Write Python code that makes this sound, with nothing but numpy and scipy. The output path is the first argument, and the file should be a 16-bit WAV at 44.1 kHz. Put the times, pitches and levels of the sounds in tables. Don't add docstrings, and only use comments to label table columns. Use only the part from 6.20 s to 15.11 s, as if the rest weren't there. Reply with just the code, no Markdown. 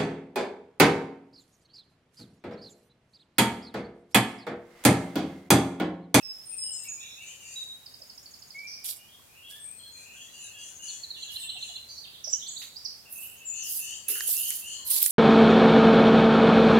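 import sys
import numpy as np
from scipy import signal
from scipy.fft import rfft, irfft, next_fast_len
from scipy.io import wavfile

SR = 44100
rng = np.random.default_rng(int(sys.argv[2]) if len(sys.argv) > 2 else 0)


def to_wav(sig):
    pcm = np.clip(np.atleast_2d(sig), -1, 1) * 32767
    pcm = np.round(pcm).astype(np.int16)
    wavfile.write(sys.argv[1], SR, pcm.T)


N = 392931
TIME = np.arange(N) / SR


def from_db(db):
    return 10 ** (np.asarray(db) / 20)


def unit_rms(x):
    return x / np.sqrt(np.mean(x ** 2) + 1e-20)


def at_hz(points, hz):
    f, value = np.transpose(points)
    return np.interp(np.log(hz + 1), np.log(f), value)


def panned(pan_db):
    return unit_rms(from_db([[pan_db / 2], [-pan_db / 2]]))


def add(track, s, sound):
    at = max(0, int(s * SR))
    track[..., at:at + sound.shape[-1]] += sound[..., :N - at]


def drift(rate, size):
    knots = rng.standard_normal(size // 20 + 3)
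    return np.interp(np.arange(size) * rate / SR, np.arange(len(knots)), knots)


def coloured(x, spectrum):
    size = next_fast_len(N, real=True)
    gain = from_db(at_hz(spectrum, np.fft.rfftfreq(size, 1 / SR)))
    return unit_rms(irfft(rfft(x, size) * gain, size)[..., :N])


def note(length, start_hz, end_hz, level_db, buzz_hz, buzz_rate, edge, waver):
    size = int(max(length, .004) * SR)
    u = np.linspace(0, 1, size)
    glide = np.geomspace(start_hz, end_hz, size)
    swings_per_s = buzz_rate * glide / 4000 * (1 + 0.12 * drift(61.3, size))
    swing = signal.sawtooth(2 * np.pi * np.cumsum(swings_per_s) / SR, .5)
    hz = glide * (1 + waver * drift(302.8, size)) + buzz_hz * swing
    swell = np.sin(np.pi / 2 * np.clip(np.minimum(u, 1 - u) / edge, 0, 1)) ** 2
    return from_db(level_db) * swell * np.sin(2 * np.pi * np.cumsum(hz) / SR)


def song(notes, buzz_rate, edge, waver):
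    out = np.zeros(N)
    for s, *shape in notes:
        add(out, s, note(*shape, buzz_rate, edge, waver))
    return out


def woods(x, pan_db, scatter_pan_db, lag_ms, direct_db, scatter_db, t60):
    t = TIME[:SR]
    density = np.clip(0.0054 + (t / .08) ** 2, 0, 1)
    echoes = rng.standard_normal((2, SR)) * (rng.random((2, SR)) < density) / np.sqrt(density)
    echoes *= from_db(-60 * t / t60) * (1 - np.exp(-t / 0.00052))
    scatter = signal.fftconvolve(x[None], echoes, axes=1)[:, :N]
    scatter *= x.std() / scatter.std(axis=1, keepdims=True)
    direct = np.array([np.interp(TIME - lag_ms / 1000, TIME, x), x])
    direct[0] *= x.std() / direct[0].std()
    return (from_db(direct_db) * panned(pan_db) * direct
            + from_db(scatter_db) * panned(scatter_pan_db) * scatter)


# delay/s, level/dB
TRUNK_ECHOES = [(.033, -10), (.071, -14.5)]


def trunks(x):
    out = x.copy()
    for delay, level_db in TRUNK_ECHOES:
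        add(out, delay, from_db(level_db) * x)
    return out


# f/Hz, gain/dB
AIR_SPECTRUM = [(15, -37), (25, -4), (42, -16), (70, 1.5), (110, 0), (293, -7), (695, -6.5), (1260, -10),
                (2840, -10), (3430, -10.5), (14000, -10), (16000, -15)]
# f/Hz, correlation
AIR_LIKENESS = [(30, 0.3), (80, 0.66), (200, 0.47), (600, 0.064), (3000, 0), (16000, 0)]
# t/s, level/dB
BREEZE = [(0.0, -66), (3.04, -68), (5.29, -65.5), (7.83, -65.5), (8.0, -65), (8.6, -62.5)]


def air(level_db=-55.5, swell_share=0.44):
    mid, side = rfft(rng.standard_normal((2, N)))
    alike = np.clip(at_hz(AIR_LIKENESS, np.fft.rfftfreq(N, 1 / SR)), -1, 1)
    noise = irfft(np.sqrt(1 + alike) * mid + np.sqrt(1 - alike) * side * [[1], [-1]], N)
    breeze_db = np.interp(TIME, *np.transpose(BREEZE))
    swell_db = swell_share * (breeze_db - np.median(breeze_db))
    return from_db(level_db + swell_db) * coloured(noise, AIR_SPECTRUM)


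# f/Hz, level/dB
HIVE_TONES = [(205, -79.5), (250, -78.5), (400, -83.5), (500, -88), (630, -89)]


def hives(wander=0.0148, swell_db=3):
    out = np.zeros((2, N))
    for hz, level_db in HIVE_TONES:
        for channel in out:
            phase = 2 * np.pi * np.cumsum(hz * (1 + wander * drift(25, N))) / SR
            channel += from_db(level_db + swell_db * drift(4.4, N)) * np.sin(phase)
    return out


# t/s, length/s, start f/Hz, end f/Hz, level/dB, buzz depth/Hz
CAROL = [(.42, 0.11, 2920, 2960, -53.5, 66), (.58, 0.046, 2630, 2790, -56, 0),
         (.645, 0.053, 2830, 2430, -49.5, 30), (.64, 0.05, 2244, 2390, -57.5, -2),
         (.765, 0.092, 2270, 2910, -52, 18), (.82, .1, 2340, 2485, -54.5, 62),
         (.965, 0.075, 2573, 2920, -50, 20), (.995, 0.12, 2580, 2820, -52.5, 38),
         (.995, 0.14, 2235, 2550, -56, 21), (1.06, 0.073, 2940, 3086, -54, 40),
         (1.185, 0.096, 2966, 2650, -53, 50), (1.21, 0.14, 2334, 2467, -60, 24),
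         (1.27, .1, 2840, 2610, -57.5, 48), (2.77, 0.1, 2850, 2910, -60.5, 96),
         (2.78, 0.091, 2390, 2460, -67, 20), (2.875, 0.099, 3250, 3265, -57.5, 58),
         (2.915, 0.041, 3560, 3620, -62, 30), (3.08, 0.11, 2400, 2520, -63.5, 72),
         (3.14, 0.2, 2740, 2900, -56, 150), (3.22, 0.17, 3240, 3463, -50.5, 85),
         (3.3, 0.092, 1613, 1780, -59, 19), (3.44, 0.117, 2297, 2527, -62.5, 26),
         (3.585, .1, 3220, 3343, -53.5, 102), (3.74, 0.11, 2434, 2400, -58, 31),
         (3.82, 0.24, 2508, 2910, -53.5, 202), (3.955, 0.13, 3265, 3360, -52.5, 48),
         (4.125, 0.091, 2790, 2920, -51.5, 55), (4.19, 0.14, 2775, 2720, -53.5, 159),
         (4.32, 0.15, 2710, 2913, -52, 66), (4.325, 0.14, 3320, 3240, -53.5, 98),
         (4.585, 0.12, 2810, 2965, -49, 63), (4.66, 0.13, 3280, 3370, -57.5, 70)]
# t/s, f/Hz, level/dB
PIPS = [(0, 2610, -57.5), (.315, 2570, -55), (6.125, 3007, -52), (6.851, 2715, -54.5), (6.953, 2635, -47.5),
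        (7.019, 2880, -50.5), (7.03, 2586, -54), (7.115, 2650, -57), (7.2, 2670, -51), (7.216, 2880, -56)]
DEEP_PERCH = (2, 0, -.05)


def caroller(refrain_s=7.022, period_s=.276, syllable_s=.2, pip_s=0.0384, pip_rise=0.022):
    notes = CAROL + [(s, pip_s, hz * (1 - pip_rise), hz * (1 + pip_rise), db, 88.5) for s, hz, db in PIPS]
    voices = ((0, 1, 0), (0.032, 1.08, -2.5))   # lag/s, pitch ratio, level/dB
    for k, hz in enumerate(np.linspace(2744, 2860, 6)):
        s = refrain_s + k * period_s
        level_db = -46.5 - 15 * np.exp(-k / 0.54)
        for lag, ratio, voice_db in voices:
            rise = 0.122 * (1 + 0.251 * rng.uniform(-1.01, 1))
            middle = hz * ratio * (1 + 0.0079 * rng.uniform(-1.01, 1))
            low, high = middle * (1 - rise / 2), middle * (1 + rise / 2)
            notes.append((s + lag, syllable_s - lag, low, high, level_db + voice_db, 53.7))
    carol = trunks(song(notes, buzz_rate=60, edge=0.19, waver=0.0178))
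    return woods(carol, *DEEP_PERCH, direct_db=1.5, scatter_db=3, t60=0.44)


# t/s, length/s, start f/Hz, end f/Hz, level/dB, buzz depth/Hz
SPARROW_NOTES = [(.023, .12, 5357, 5195, -37, 24), (.377, 0.14, 5293, 5154, -35, 26),
                 (.682, 0.06, 6660, 6900, -34, 0), (.795, 0.17, 3590, 3756, -45.5, 285),
                 (1.355, 0.0825, 3858, 3796, -33, -28), (2.34, .15, 2175, 2426, -41, 9),
                 (2.467, 0.092, 5370, 5270, -38.5, 658)]
SPARROW_PERCH = (-4.5, -2, .46)


def sparrow():
    whistles = song(SPARROW_NOTES, buzz_rate=77, edge=0.092, waver=0.0032)
    return (woods(whistles, *SPARROW_PERCH, direct_db=-2, scatter_db=-1, t60=0.76)
            + woods(trill(), *SPARROW_PERCH, direct_db=1.5, scatter_db=1, t60=0.45))


# t/s, length/s, start f/Hz, end f/Hz, level/dB
THIN_CALLS = [(0.246, 0.14, 8806, 8710, -32), (0.359, 0.02, 8920, 8170, -26),
              (0.401, .17, 8700, 8330, -30.5), (0.517, 0.019, 8260, 6650, -26.5),
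              (3.391, 0.098, 8540, 8120, -33), (5.176, 0.063, 8720, 7480, -34.5),
              (7.249, 0.0597, 7375, 6820, -25), (7.33, 0.076, 6820, 6220, -31.5),
              (7.404, .085, 6140, 4620, -37)]
THIN_PERCH = (10, 8, -.36)


def thin_caller(buzz_hz=73.5):
    calls = song([(*call, buzz_hz) for call in THIN_CALLS], buzz_rate=58, edge=0.12, waver=0.0059)
    return woods(calls, *THIN_PERCH, direct_db=-14, scatter_db=-3.5, t60=0.65)


# t/s, length/s, rate/(notes per s), middle f/Hz, level/dB
TWITTERS = [(0.52, 0.92, 8.4, 1860, -71.5), (3.65, 1.64, 14.3, 1734, -69), (4.051, 0.36, 14.2, 4200, -60),
            (5.68, .1, 120, 6060, -59), (0.74, 0.22, 40, 6350, -59.5), (6.148, .3, 50, 6840, -54.5),
            (8.559, 0.22, 25.6, 1000, -62.5), (6.928, 0.49, 28.5, 7270, -59)]


def twitters(chirp_s=0.0329):
    out = np.zeros(N)
    for s, length, per_s, hz, level_db in TWITTERS:
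        count = int(length * per_s) + 1
        for k, (when, pitch, slope, force) in enumerate(rng.uniform(-1, 1, (count, 4))):
            centre, slant = hz * (1 + .13 * pitch), 1 + 0.059 * slope
            chirp = note(chirp_s, centre * slant, centre / slant, level_db + 4 * force,
                         buzz_hz=0, buzz_rate=70, edge=0.21, waver=0.016)
            add(out, s + length * (k + .5 + .4 * when) / count, chirp)
    return woods(out, pan_db=24, scatter_pan_db=-9, lag_ms=-0.14, direct_db=3, scatter_db=4.5, t60=0.22)


def crackle(flicker_db=3, crack_db=30, cracks_per_s=130, bands=14):
    out, white = np.zeros((2, N)), rng.standard_normal((2, 2, N))
    edges_hz = np.linspace(100, 17000, bands + 1)
    for k, band in enumerate(zip(edges_hz, edges_hz[1:])):
        push = white[k % 2] * from_db(flicker_db * drift(55, N))
        breaks = np.flatnonzero(rng.random(N) < cracks_per_s / bands / SR)
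        push[:, breaks] += from_db(crack_db) * np.tanh(white[1 - k % 2][:, breaks])
        out += signal.sosfilt(signal.butter(2, band, "band", fs=SR, output="sos"), push)
    return out


# t/s, rise/s, hold/s, t60/s, level/dB
RUSTLES = [(0.632, .008, 0.023, .24, -51), (1.325, 0.03, .055, 0.56, -57.5),
           (2.636, 0.016, 0.053, 0.24, -32), (3.28, 0.024, 0.015, 0.33, -45.5),
           (5.094, 0.038, 0.099, 0.25, -45), (6.37, 0.028, 0.053, .23, -49), (6.886, 0.05, 0.11, 0.51, -40),
           (7.423, 0.097, 0.063, 0.38, -32), (7.882, 0.0017, 0.0045, 0.066, -25),
           (7.891, 0.01, 0.022, 0.19, -26), (7.935, 0.018, 0.074, 0.54, -32),
           (8.07, 0.0087, 0.069, 0.58, -24), (8.216, 0.022, 0.15, 0.31, -32.5),
           (8.644, 0.037, .017, 0.34, -33), (8.691, 0.016, 0.056, 0.71, -21.5),
           (8.799, 0.022, 0.04, 0.35, -23)]
# f/Hz, gain/dB
CLOSE_LEAVES = [(150, -60), (400, -34), (1300, -39), (2500, -46), (4200, -20), (5600, -11.5), (8000, -4),
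                (10500, 11), (13500, 9), (15500, 6.5), (17000, -67)]
# f/Hz, gain/dB
FAR_LEAVES = [(150, -52), (600, -19), (1300, -25), (2200, -14), (3500, -3.5), (5200, -1), (6300, -6),
              (7500, 0), (10000, 5), (13000, 2.5), (15500, -6.5), (17000, -44)]
# t/s, share of the close sound (0-1)
NEARNESS = [(0, 0.2), (3, 0), (5.1, 0), (6.9, 0.95), (8.9, 0.42)]


def leaves(grain_db=2, surge_db=1.4, pan_db=-4.5):
    power, t = np.zeros(N), TIME[:SR]
    for s, rise, hold, t60, level_db in RUSTLES:
        tread = np.clip(t / rise, 0, 1) * from_db(-60 * np.clip(t - rise - hold, 0, 2) / t60)
        add(power, s, (from_db(level_db) * tread) ** 2)
    near = np.clip(np.interp(TIME, *np.transpose(NEARNESS)), 0, 1)
    grains = crackle() * from_db(grain_db * (1 - near / 2) * drift(400, N) + surge_db * drift(45, N))
    rustle = near * coloured(grains, CLOSE_LEAVES) + (1 - near) * coloured(grains, FAR_LEAVES)
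    return panned(pan_db) * np.sqrt(power) * rustle


# t/s, length/s, fundamental f/Hz, level/dB
RASPS = [(0.999, 0.16, 902, -60), (1.201, 0.23, 943, -58), (3.746, .11, 907, -63),
         (3.909, 0.18, 905, -63.5), (4.115, 0.18, 893, -60), (4.382, 0.14, 853, -56.5),
         (4.616, .17, 868, -52.5), (4.963, .11, 765, -61), (5.381, .13, 911, -57.5), (7.327, 0.2, 902, -54),
         (7.578, .21, 925, -50.5), (7.87, 0.25, 912, -52.5), (8.15, 0.21, 900, -52),
         (8.445, 0.15, 904, -52)]
# f/Hz, gain/dB
THROAT = [(900, -48), (1800, -21), (2700, -13), (3600, -17), (4550, -6.5), (5300, -17), (6400, 1),
          (7200, 4), (7900, -11.5), (8500, -8), (9600, -6.5), (10300, -24), (12000, -52)]
CANOPY_PERCH = (6, 3.5, -.32)


def hoarse_caller(rise=.05, jitter=.02, flutter_db=3, shimmer_db=3.5):
    out = np.zeros(N)
    for s, length, hz, level_db in RASPS:
        size = int(length * SR)
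        u = np.linspace(0, 1, size)
        for side_ratio, side_db in ((1, 0), (.94, -3.5)):
            pitch = side_ratio * hz * (1 + rise * (u - .5) + jitter * drift(300, size))
            phase = 2 * np.pi * np.cumsum(pitch) / SR
            voice = sum(from_db(at_hz(THROAT, k * pitch) + shimmer_db * drift(39, size)) * np.sin(k * phase)
                        for k in range(2, 13))
            gain = from_db(level_db + side_db + flutter_db * drift(301.6, size))
            arch = np.sqrt(np.abs(np.sin(np.pi * u)))
            add(out, s, gain * arch * voice)
    return woods(out, *CANOPY_PERCH, direct_db=2.5, scatter_db=7.5, t60=0.54)


def trill(start_s=1.6595, period_s=.0777, slowing_s=0.00075, sweep_s=0.0126, after_hz=7010):
    sweeps, afternotes, s = [], [], start_s
    for k in range(10):
        top_hz, bottom_hz = np.array([5790, 4280]) * (1 + rng.normal(0, .03, 2))
        sweep_db = -41 - 0.25 * k + rng.normal(0, 1.1)
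        sweeps.append((s, sweep_s, top_hz, bottom_hz, sweep_db, 0))
        after_db = -50.5 - 29 * abs(s - 2.08)
        afternotes.append((s + 0.05, .02, after_hz, 0.93 * after_hz, after_db, 302))
        s += period_s + slowing_s * k
    return (song(sweeps, buzz_rate=70, edge=0.39, waver=0.012)
            + song(afternotes, buzz_rate=127, edge=0.31, waver=0.027))


def snap(peak_db, hz, width_hz, t60):
    t = TIME[:SR // 3]
    noise = rng.standard_normal(len(t)) + 0.61 * rng.standard_normal((2, len(t)))
    burst = noise * from_db(-60 * t / t60)
    low = np.sqrt(hz ** 2 + width_hz ** 2 / 4) - width_hz / 2
    body = signal.butter(2, [low, min(low + width_hz, .45 * SR)], "band", fs=SR, output="sos")
    crack = signal.sosfilt(body, burst + 1e-18)
    return from_db(peak_db) * crack / np.abs(crack).max()


# t/s, peak level/dB, centre f/Hz, t60/s
TWIGS = [(6.926, -25, 11100, .005), (7.8854, -17, 12100, .025), (7.912, -25, 10000, 0.0042),
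         (8.0069, -20.5, 5100, 0.0069), (8.113, -22, 11500, .005), (8.131, -23, 9500, .005),
         (8.138, -30, 4800, .01), (8.1682, -14.5, 7450, 0.0056), (8.305, -10.5, 10000, .006),
         (8.728, -13, 11800, .004), (8.788, -11, 12100, .004), (8.8225, -15, 11500, .008),
         (8.822, -28, 3280, 0.013), (8.8266, -6, 11500, 0.0025), (8.829, 3.5, 12920, .004),
         (8.854, -12, 13000, .004), (8.8607, -9, 12000, .0025), (8.862, -4.5, 8300, 0.0057),
         (8.9065, -14, 9000, .005)]
# t/s, peak level/dB, centre f/Hz, width/Hz, t60/s
KNOCKS = [(1.80, -51.5, 570, 118, 0.19), (2.993, -54, 1090, 120, .062), (5.35, -50, 774, 120, 0.15),
          (5.49, -52.5, 730, 148, 0.47), (6.072, -42, 600, 139, 0.1), (6.416, -33, 2960, 2370, 0.3),
          (7.885, -38, 2120, 1950, 0.58), (7.895, -42.5, 388, 127, 0.37), (7.954, -35, 1630, 450, 0.43),
          (8.0064, -23.5, 1690, 454, 0.013), (8.085, -44.5, 610, 487, 0.081),
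          (8.305, -36, 2290, 1300, 0.16), (8.8623, -26, 2320, 2220, 0.023)]


def twigs(width_share=0.46):
    out = np.zeros((2, N))
    for s, peak_db, hz, t60 in TWIGS:
        add(out, s, panned(-5.5) * snap(peak_db, hz, width_share * hz, t60))
    for s, *knock in KNOCKS:
        add(out, s, panned(-8) * snap(*knock))
    return out


# t/s, length/s, level/dB
FAR_WHISTLES = [(3.543, .3, -48), (8.469, 0.4, -46.5)]


def far_whistles(hz=4250, sag_hz=150.6):
    notes = [(s, length, hz, hz - sag_hz, db, 0) for s, length, db in FAR_WHISTLES]
    whistles = song(notes, buzz_rate=40, edge=.25, waver=.013)
    return woods(whistles, *DEEP_PERCH, direct_db=-12, scatter_db=0, t60=.5)


# t/s, length/s, start f/Hz, end f/Hz, level/dB
CANOPY_CHIPS = [(3.715, 0.032, 6900, 6640, -53), (4.226, 0.023, 9900, 9800, -45.5),
                (4.552, 0.025, 7000, 6080, -44.5), (4.62, 0.028, 7000, 6050, -44)]


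def canopy_chips():
    chips = song([(*chip, 0) for chip in CANOPY_CHIPS], buzz_rate=58, edge=0.14, waver=0.011)
    return woods(chips, *CANOPY_PERCH, direct_db=-1, scatter_db=3, t60=.6)


# t/s, length/s, start f/Hz, end f/Hz, level/dB
WREN_CHIPS = [(4.673, 0.048, 4380, 4330, -42), (4.7, 0.015, 4300, 3120, -46),
              (4.828, 0.028, 4420, 3990, -36.5), (4.901, 0.02, 4400, 3880, -33.5),
              (5.682, 0.047, 4400, 4670, -42.5), (5.767, 0.037, 4100, 4880, -40),
              (5.832, 0.035, 4420, 2560, -42.5), (5.932, 0.04, 4300, 3200, -45.5),
              (6.188, 0.037, 4200, 3600, -48.5), (6.211, 0.041, 3250, 3724, -38.5),
              (6.258, 0.0283, 3950, 4580, -41), (6.275, 0.031, 8470, 6350, -34.5),
              (6.358, 0.03, 3560, 4510, -34.5)]
WREN_PERCH = (-5, -2, .472)


def wren(roll_s=5.023, period_s=.1327, taper_db=3.5, rasp_hz=217):
    chips = [(*chip, 0) for chip in WREN_CHIPS if chip[0] < roll_s]
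    closing = [(*chip, rasp_hz) for chip in WREN_CHIPS if chip[0] >= roll_s]
    slurs = []
    for k, from_middle in enumerate(np.linspace(-1, 1, 5)):
        s, loss_db = roll_s + k * period_s, taper_db * from_middle ** 2
        chips.append((s, 0.0204, 3930, 4266, -31.5 - loss_db, 0))
        for onset in (s - period_s + .049, s - .019):
            slurs.append((onset, .045, 4003, 2603, -39 - loss_db, 0))
    bright = song(chips, buzz_rate=70, edge=0.35, waver=0.022)
    out = woods(bright, *WREN_PERCH, direct_db=2.5, scatter_db=0, t60=1.0)
    flourish = song(closing, buzz_rate=168, edge=0.38, waver=0.0423)
    out += woods(flourish, *WREN_PERCH, direct_db=0.5, scatter_db=3, t60=0.68)
    soft = trunks(song(slurs, buzz_rate=70, edge=0.13, waver=0.0515))
    return out + woods(soft, *WREN_PERCH, direct_db=-2, scatter_db=0, t60=0.3)


# t/s, length/s, start f/Hz, end f/Hz, level/dB, buzz depth/Hz
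NEAR_CHIPS = [(6.037, 0.023, 6300, 5020, -30, 520), (6.074, 0.015, 6260, 4970, -25.5, 510),
              (6.09, 0.069, 7770, 7000, -39.5, 450), (6.124, 0.022, 6760, 6100, -27, 0),
              (6.127, 0.019, 6110, 5650, -13, 0), (6.556, 0.025, 3900, 5900, -35.5, 150),
              (6.644, 0.027, 6060, 4190, -28, 325)]
NEAR_PERCH = (-9, -4, .385)


def near_singer(spread_cap_db=-29):
    beamed = song(NEAR_CHIPS, buzz_rate=150, edge=.48, waver=.012)
    capped = [(*shape, min(db, spread_cap_db), buzz) for *shape, db, buzz in NEAR_CHIPS]
    spread = song(capped, buzz_rate=110.5, edge=0.34, waver=0.0337)
    return (woods(beamed, *NEAR_PERCH, direct_db=-2.5, scatter_db=-8, t60=0.061)
            + woods(spread, *NEAR_PERCH, direct_db=-3, scatter_db=-0.5, t60=0.5))


def scene():
    near_birds = sparrow() + wren() + near_singer()
    far_birds = thin_caller() + hoarse_caller() + caroller() + far_whistles() + canopy_chips() + twitters()
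    return near_birds + far_birds + leaves() + twigs() + air() + hives()


def record(dry, cutoff_hz=16200):
    return signal.sosfilt(signal.ellip(10, .1, 70, cutoff_hz, fs=SR, output="sos"), dry)


dry = scene()
out = record(dry)
to_wav(out)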